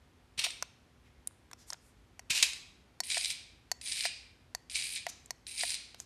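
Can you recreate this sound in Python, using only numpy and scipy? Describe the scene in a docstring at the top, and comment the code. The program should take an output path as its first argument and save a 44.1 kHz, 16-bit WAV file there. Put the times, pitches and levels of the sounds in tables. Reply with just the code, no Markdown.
"""Toy snake on a stone floor

A remote-controlled toy snake wriggles in front of a cat, far enough off the microphone to fill a live
room. Each move is a short hissing rasp: a small motor whirrs, plastic segments rattle and scrape on tile.
Close up and almost dry, the remote's buttons click down and spring back, among light taps on plastic.
The room hums faintly underneath."""
import sys
import numpy as np
from scipy import signal
from scipy.fft import rfft, irfft
from scipy.io import wavfile
from scipy.ndimage import map_coordinates

SR = 44100
rng = np.random.default_rng(int(sys.argv[2]) if len(sys.argv) > 2 else 0)


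def log_audio(samples):
    """Write samples as a 16-bit WAV file to the path given in sys.argv[1]."""
    # one column per channel
    frames = np.atleast_2d(samples).T
    # limit to full scale, then quantise
    limited = np.clip(frames, -1, 1)
    pcm = np.round(limited * 32767).astype(np.int16)
    wavfile.write(sys.argv[1], SR, pcm)


N = 266805
TIME = np.arange(N) / SR
BRIEF = TIME[:2048]

# forward runs, levels relative: t/s, length/s, slack/s, rattle/dB, rattle fade/(dB/s), motor/dB, lurch/dB
RUNS = [(3.035, 0.29, 0.068, -33.5, 52, -35.5, -55), (3.813, 0.25, 0.053, -40.5, -9, -35.5, -35.5),
        (4.698, 0.268, 0.058, -34, 81, -36, -35), (5.467, 0.28, 0.12, -35, 56, -35, -40.5)]


def from_db(db):
    """Decibels to amplitude."""
    return 10 ** (np.asarray(db) / 20)


def rms_one(x):
    """Scales to unit rms."""
    return x / np.sqrt(np.mean(x ** 2) + 1e-20)


def peak_one(x):
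    """Scales to unit peak."""
    return x / np.max(np.abs(x))


def energy_one(x):
    """Scales to unit energy."""
    return x / np.linalg.norm(x)


def at_hz(points, hz):
    """Reads a table on a log-frequency axis."""
    known_hz, values = np.transpose(points)
    return np.interp(np.log(np.maximum(hz, 1)), np.log(known_hz), values)


def response(spectrum, size=2048):
    """Minimum-phase impulse response of a spectrum."""
    cepstrum = irfft(np.log(from_db(at_hz(spectrum, np.fft.rfftfreq(size, 1 / SR)))))
    cepstrum[1:size // 2] *= 2
    cepstrum[size // 2 + 1:] = 0
    return energy_one(irfft(np.exp(rfft(cepstrum))))


def through(x, pulse):
    """Passes a signal through an impulse response."""
    return signal.fftconvolve(x, pulse)[:len(x)]


def filtered(x, kind, hz):
    """A gentle Butterworth filter."""
    return signal.sosfilt(signal.butter(2, hz, kind, fs=SR, output="sos"), x)


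def ringing(modes):
    """Impulse response of parallel resonances."""
    return energy_one(sum(from_db(db) * width * np.exp(-np.pi * width * BRIEF)
                          * np.cos(2 * np.pi * hz * BRIEF) for hz, width, db in modes))


def add(track, s, sound):
    """Lays a sound into a track at s seconds."""
    start = round(s * SR)
    track[start:start + len(sound)] += sound[:N - start]


def envelope(start, length, attack_s, release_s):
    """Straight attack, hold, exponential release."""
    t = TIME - start
    return np.clip(t / attack_s, 0, 1) * np.exp(-np.maximum(t - length, 0) / release_s)


def crack(decay_s):
    """A contact that breaks up into ever weaker micro-impacts."""
    return rng.standard_normal(len(BRIEF)) * np.exp(-BRIEF / decay_s)


def rattle(per_s, spread_db, decay_s, scrape_db):
    """Random tiny collisions of uneven size over a smooth scrape."""
    sizes = from_db(spread_db * np.minimum(rng.exponential(1, N), 3))
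    hits = rng.random(N) < per_s / SR
    power = signal.lfilter([1], [1, -np.exp(-2 / (decay_s * SR))], hits * sizes ** 2 + 1e-18)
    amplitude = np.sqrt(power / power.mean() + from_db(scrape_db) ** 2)
    return rms_one(amplitude * rng.standard_normal(N))


def room(x, wet_db, wall_cut_hz, first_echo_s=0.005, size=32768):
    """Direct sound plus a diffuse tail off stone and plaster; the treble dies first."""
    # reverberation time: f/Hz, t60/s
    t60 = [(200, 1), (2500, 0.63), (5000, 0.55), (9000, 0.46), (13000, 0.46)]
    t, tail = TIME[:size], 0
    edges = np.geomspace(100, 16000, num=40)
    hz = np.fft.rfftfreq(size, 1 / SR)
    dulled = rfft(rng.standard_normal(size)) / np.sqrt(1 + (hz / wall_cut_hz) ** 4)
    for low, high in zip(edges, edges[1:]):
        band = irfft(dulled * (hz >= low) * (hz < high))
        tail += band * np.exp(-np.log(1000) * t / at_hz(t60, np.sqrt(low * high)))
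    return x + from_db(wet_db) * through(x, energy_one(tail * (t > first_echo_s)))


def room_tone(hum_hz=249.3):
    """Low room noise with a faint appliance hum."""
    # spectrum of the quiet room: f/Hz, level/dB
    air_colour = [(15, -31.5), (25, -28), (53, 3.5), (137, -6), (173, -9), (244, -11), (285, -11.5),
                  (333, -11.5), (658, -19), (731, -17), (975, -19.5), (1980, -22.5), (2370, -23.5),
                  (3250, -25.5), (13000, -39.5)]
    air = through(rng.standard_normal(N), response(air_colour, size=8192))
    hum = np.sqrt(2) * np.sin(2 * np.pi * hum_hz * TIME)
    return from_db(-63.5) * air + from_db(-76.5) * hum


def snake_flicks():
    """The body whips sideways: a dense rasp, with slams as the joints reach their stops."""
    # sideways flicks: t/s, length/s, relative level/dB
    flicks = [(0.375, 0.082, -38), (2.297, 0.16, -34.5)]
    # one spectrum a flick, as each leaves the body in another shape: f/Hz, level/dB
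    colours = [
        [(180, -66), (300, -25), (564, -19.5), (620, -20), (1700, -15.5), (2450, -1), (3460, -4), (4240, -0.5),
         (4590, -7.5), (5820, -6), (6700, -16), (9190, -8), (10600, -24.5), (13000, -27)],
        [(180, -59), (300, -27.5), (891, -20.5), (979, -16.5), (1260, -21.5), (1620, -11), (1780, -12),
         (2520, 2.5), (3460, -4.5), (3740, -1), (4810, -4), (9480, -10.5), (10400, -19), (13000, -23)],
    ]
    # segments hitting their stops: t/s, relative peak/dB, hold/s
    slams = [(0.391, -22.5, 0.0043), (0.44, -19.5, 0.0084), (2.303, -19, 0.0094), (2.349, -23.5, 0.038),
             (2.4262, -9, 0.0022)]
    out = np.zeros(N)
    for (start, length, rasp_db), colour in zip(flicks, colours):
        grit = rattle(per_s=600, spread_db=3, decay_s=0.0009, scrape_db=1)
        force = from_db(rasp_db - 0.5) * envelope(start, length, attack_s=0.0052, release_s=0.035) * grit
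        for s, peak_db, hold_s in slams:
            if start <= s < start + length:
                burst = np.exp(-np.maximum(BRIEF - hold_s, 0) / 0.008) * rng.standard_normal(len(BRIEF))
                burst = signal.lfilter([1, -0.3], [1], burst)  # a hard stop is brighter than the scrape
                add(force, s, from_db(peak_db + 5) * peak_one(burst))
        out += room(through(force, response(colour)), wet_db=-12.5, wall_cut_hz=17000)
    return out


def thumps():
    """The body lands on the floor, soft and low."""
    # landings: t/s, peak/dB
    landings = [(0.382, -44.5), (2.303, -39), (2.429, -46.5)]
    # the body's weight on the tiles: f/Hz, width/Hz, level/dB
    body_modes = [(115, 44, 3), (165, 33, -6.5), (337, 303, -18.5)]
    thump = peak_one(through(ringing(body_modes), np.hanning(64)))
    out = np.zeros(N)
    for s, peak_db in landings:
        add(out, s, from_db(peak_db) * thump)
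    return out


def snap_dome(clicks, modes, gain_db, chatter_db, low_cut_hz):
    """A button's dome flips, chatters and rings the case; no two clicks ring quite alike."""
    out = np.zeros(N)
    for s, peak_db, dome_db in clicks:
        snap = from_db(chatter_db) * filtered(crack(decay_s=0.0025), "high", hz=3000)
        snap[0] += 1
        struck = [(hz, width, db + dome_db * (hz > 3000) + rng.normal(0, 1.2)) for hz, width, db in modes]
        add(out, s, from_db(peak_db + gain_db) * peak_one(through(snap, ringing(struck))))
    return filtered(out, "high", low_cut_hz)


def remote_buttons():
    """The buttons click down and spring back, with a different ring each way."""
    # clicks, down and up: t/s, relative peak/dB, dome against case/dB
    presses = [(2.194, -33, -8), (3.004, -18, -1), (3.716, -17.5, 1.1), (4.549, -21, -2),
               (5.307, -23, -3.5)]
    releases = [(0.466, -30.5, 8), (3.171, -26, -0.5), (4.054, -22, 12), (5.067, -23.5, 0),
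                (5.635, -24.5, 0)]
    # resonances of dome and case, down and up: f/Hz, width/Hz, level/dB
    down_modes = [(740, 99, 9.5), (974, 94, 4), (1586, 200, 0), (1850, 160, 7), (2200, 34, -8.5),
                  (4495, 150, 13.5), (4300, 28, -2.5), (5590, 430, 6), (6200, 190, 6), (6360, 290, -7),
                  (7400, 410, -25.5), (8600, 600, -54)]
    up_modes = [(698, 78, 13), (928, 41, 2), (1420, 97, -3), (1756, 77, 3.5), (1920, 170, 6),
                (4330, 240, -8), (7000, 640, -32)]
    down = snap_dome(presses, down_modes, gain_db=5.5, chatter_db=-15, low_cut_hz=490)
    up = snap_dome(releases, up_modes, gain_db=7, chatter_db=-19, low_cut_hz=580)
    return down + up


def joint_knocks(jolt_db=-30.5):
    """Force of single joints knocking, and of the gears catching as each run starts."""
    # hardest knocks, in the runs and settling after a flick: t/s, relative level/dB
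    knocks = [(0.5048, -26), (2.5336, -26.5), (3.1016, -19), (3.1142, -28), (3.1448, -21), (3.1784, -18),
              (3.2104, -24.5), (3.246, -18), (3.257, -18.5), (3.3027, -19.5), (3.3104, -23.5),
              (3.8741, -28.5), (3.92, -21), (4.0073, -20.5), (4.756, -18), (4.8234, -25), (5.6088, -19),
              (5.675, -26.5), (5.694, -23), (5.704, -20)]
    jolts = [(start, jolt_db) for start, *_ in RUNS]
    force = np.zeros(N)
    for s, db in jolts + list(knocks):
        add(force, s, from_db(db + 11.5) * energy_one(crack(decay_s=0.0027)))
    return force


def wander(x, depth_db, per_s):
    """As the body bends, narrow bands of its sound swell and fade on their own."""
    hz, t, cells = signal.stft(x, SR, nperseg=512)
    knots = rng.standard_normal((32, 128))
    grid = np.meshgrid(hz / 700, t * per_s, indexing="ij")
    gain = from_db(depth_db * map_coordinates(knots, grid, order=1, mode="mirror"))
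    return signal.istft(cells * gain, SR, nperseg=512)[1][:N]


def taps(tick_width_hz=1400):
    """Each tap is a bright tick plus the hollow knock of a plastic case."""
    # light touches, peaks relative: t/s, tick/dB, tick f/Hz, knock/dB
    touches = [(0.625, -16, 5860, -36.5), (1.273, -20, 9160, -60), (1.31, -67, 9420, -64),
               (1.5135, -41.5, 7650, -54), (1.5319, -33, 5700, -51), (1.703, -22.5, 5700, -51),
               (1.7253, -48, 4360, -49), (1.732, -24, 5100, -52.5), (1.7423, -55, 4270, -53),
               (5.2596, -37, 7200, -71), (5.9454, -37.5, 4040, -52.5), (6.0012, -25.5, 6960, -56)]
    # resonances of the case: f/Hz, width/Hz, level/dB
    case_modes = [(755, 150, 6), (980, 270, 4.5), (1520, 520, 3), (1875, 200, -14), (3450, 400, -4)]
    out = np.zeros(N)
    for s, tick_db, hz, knock_db in touches:
        tick = through(crack(decay_s=0.0018), ringing([(hz, tick_width_hz, 0)]))
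        add(out, s, from_db(tick_db - 1.5) * peak_one(filtered(tick, "high", hz=2500)))
        contact = from_db(-14) * crack(decay_s=0.0025)
        contact[0] += 1
        knock = filtered(through(contact, ringing(case_modes)), "band", hz=[520, 3500])
        add(out, s, from_db(knock_db + 11.5) * peak_one(knock))
    return out


def scuffs(relative_width=0.36):
    """Brief swells of friction noise, each in a broad resonance of its own."""
    # soft rubs between moves: t/s, length/s, f/Hz, level/dB
    rubs = [(1.024, 0.089, 2270, -69), (1.56, 0.105, 5530, -62), (1.657, 0.082, 7940, -55.5),
            (1.781, .17, 8600, -69.5), (5.079, 0.033, 6100, -42.5), (5.969, 0.084, 6300, -58)]
    out = np.zeros(N)
    for s, length, hz, db in rubs:
        noise = rms_one(through(rng.standard_normal(16384), ringing([(hz, hz * relative_width, 0)])))
        swell = np.hanning(int(length * SR))
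        add(out, s, from_db(db) * swell * noise[:len(swell)])
    return out


def run_gains(take_up_s=0.027, lurch_s=0.017):
    """Rattle and motor swell as the slack runs out; the rattle fades or grows, then lurches at the stop."""
    chatter_gain, motor_gain = 0, 0
    for start, length, slack_s, rattle_db, fade_db_per_s, motor_db, lurch_db in RUNS:
        t = TIME - start
        drive = envelope(start, length, attack_s=0.0023, release_s=0.0079)
        unloaded = np.clip((slack_s - t) / take_up_s, 0, 1)
        faded_db = fade_db_per_s * np.clip(t - slack_s, 0, length)
        lurch = from_db(lurch_db) * np.exp(-np.abs(t - length) / lurch_s)
        chatter_gain += drive * from_db(rattle_db - 12.5 * unloaded - faded_db) + lurch
        motor_gain += drive * from_db(motor_db - 6 * unloaded)
    return chatter_gain, motor_gain


def segments(chatter_gain):
    """Floor scrape and knocking joints ring the hollow plastic segments."""
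    # broad spectrum of the segments: f/Hz, level/dB
    colour = [(350, -73), (600, -24), (1110, -23.5), (1270, -24), (2380, 3.5), (2850, -3), (3640, -0.5),
              (3930, 2.5), (4410, 0.5), (5020, -1), (6240, -5.5), (7770, -5), (8610, -1.5), (12000, -36),
              (13000, -60)]
    # shell resonances standing out of it: f/Hz, width/Hz, level/dB
    shell_modes = [(2600, 160, -12), (3893, 140, -8), (5000, 410, -21), (4920, 210, -3), (8590, 140, 6.5)]
    grit = rattle(per_s=300, spread_db=3, decay_s=0.001, scrape_db=0)
    light_knocks = from_db(-2.5) * rattle(per_s=110, spread_db=2, decay_s=0.0012, scrape_db=-30)
    force = from_db(-3) * chatter_gain * (grit + light_knocks) + joint_knocks()
    broad = response(colour)
    shell = energy_one(broad + from_db(-15.5) * through(broad, ringing(shell_modes)))
    return wander(through(force, shell), depth_db=1, per_s=14)


def motor(gain):
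    """The small motor whirrs: dense ticks through high resonances."""
    # motor resonances: f/Hz, width/Hz, level/dB
    motor_modes = [(9270, 400, 8), (9000, 450, -3), (9830, 144, 6.5), (11500, 1200, -28)]
    ticks = from_db(-9) * gain * rattle(per_s=1800, spread_db=11, decay_s=0.0003, scrape_db=-0.5)
    whirr = filtered(through(ticks, ringing(motor_modes)), "high", hz=5500)
    return wander(whirr, depth_db=2.5, per_s=14)


def scene():
    """One microphone: the remote close and almost dry, the snake out in the room."""
    near = room(remote_buttons() + taps(), wet_db=-27, wall_cut_hz=8900)
    rubs = room(scuffs(), wet_db=-7.5, wall_cut_hz=6000)
    flicks = snake_flicks()
    chatter_gain, motor_gain = run_gains()
    runs = room(segments(chatter_gain) + motor(motor_gain), wet_db=-8.5, wall_cut_hz=7300)
    return (flicks + thumps() + runs + rubs + near + room_tone())[None]


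def record(dry):
    """A steep top cut at 13.1 kHz."""
    return signal.sosfilt(signal.ellip(10, 0.2, 70, 13100, fs=SR, output="sos"), dry)


dry = scene()
out = record(dry)
log_audio(out)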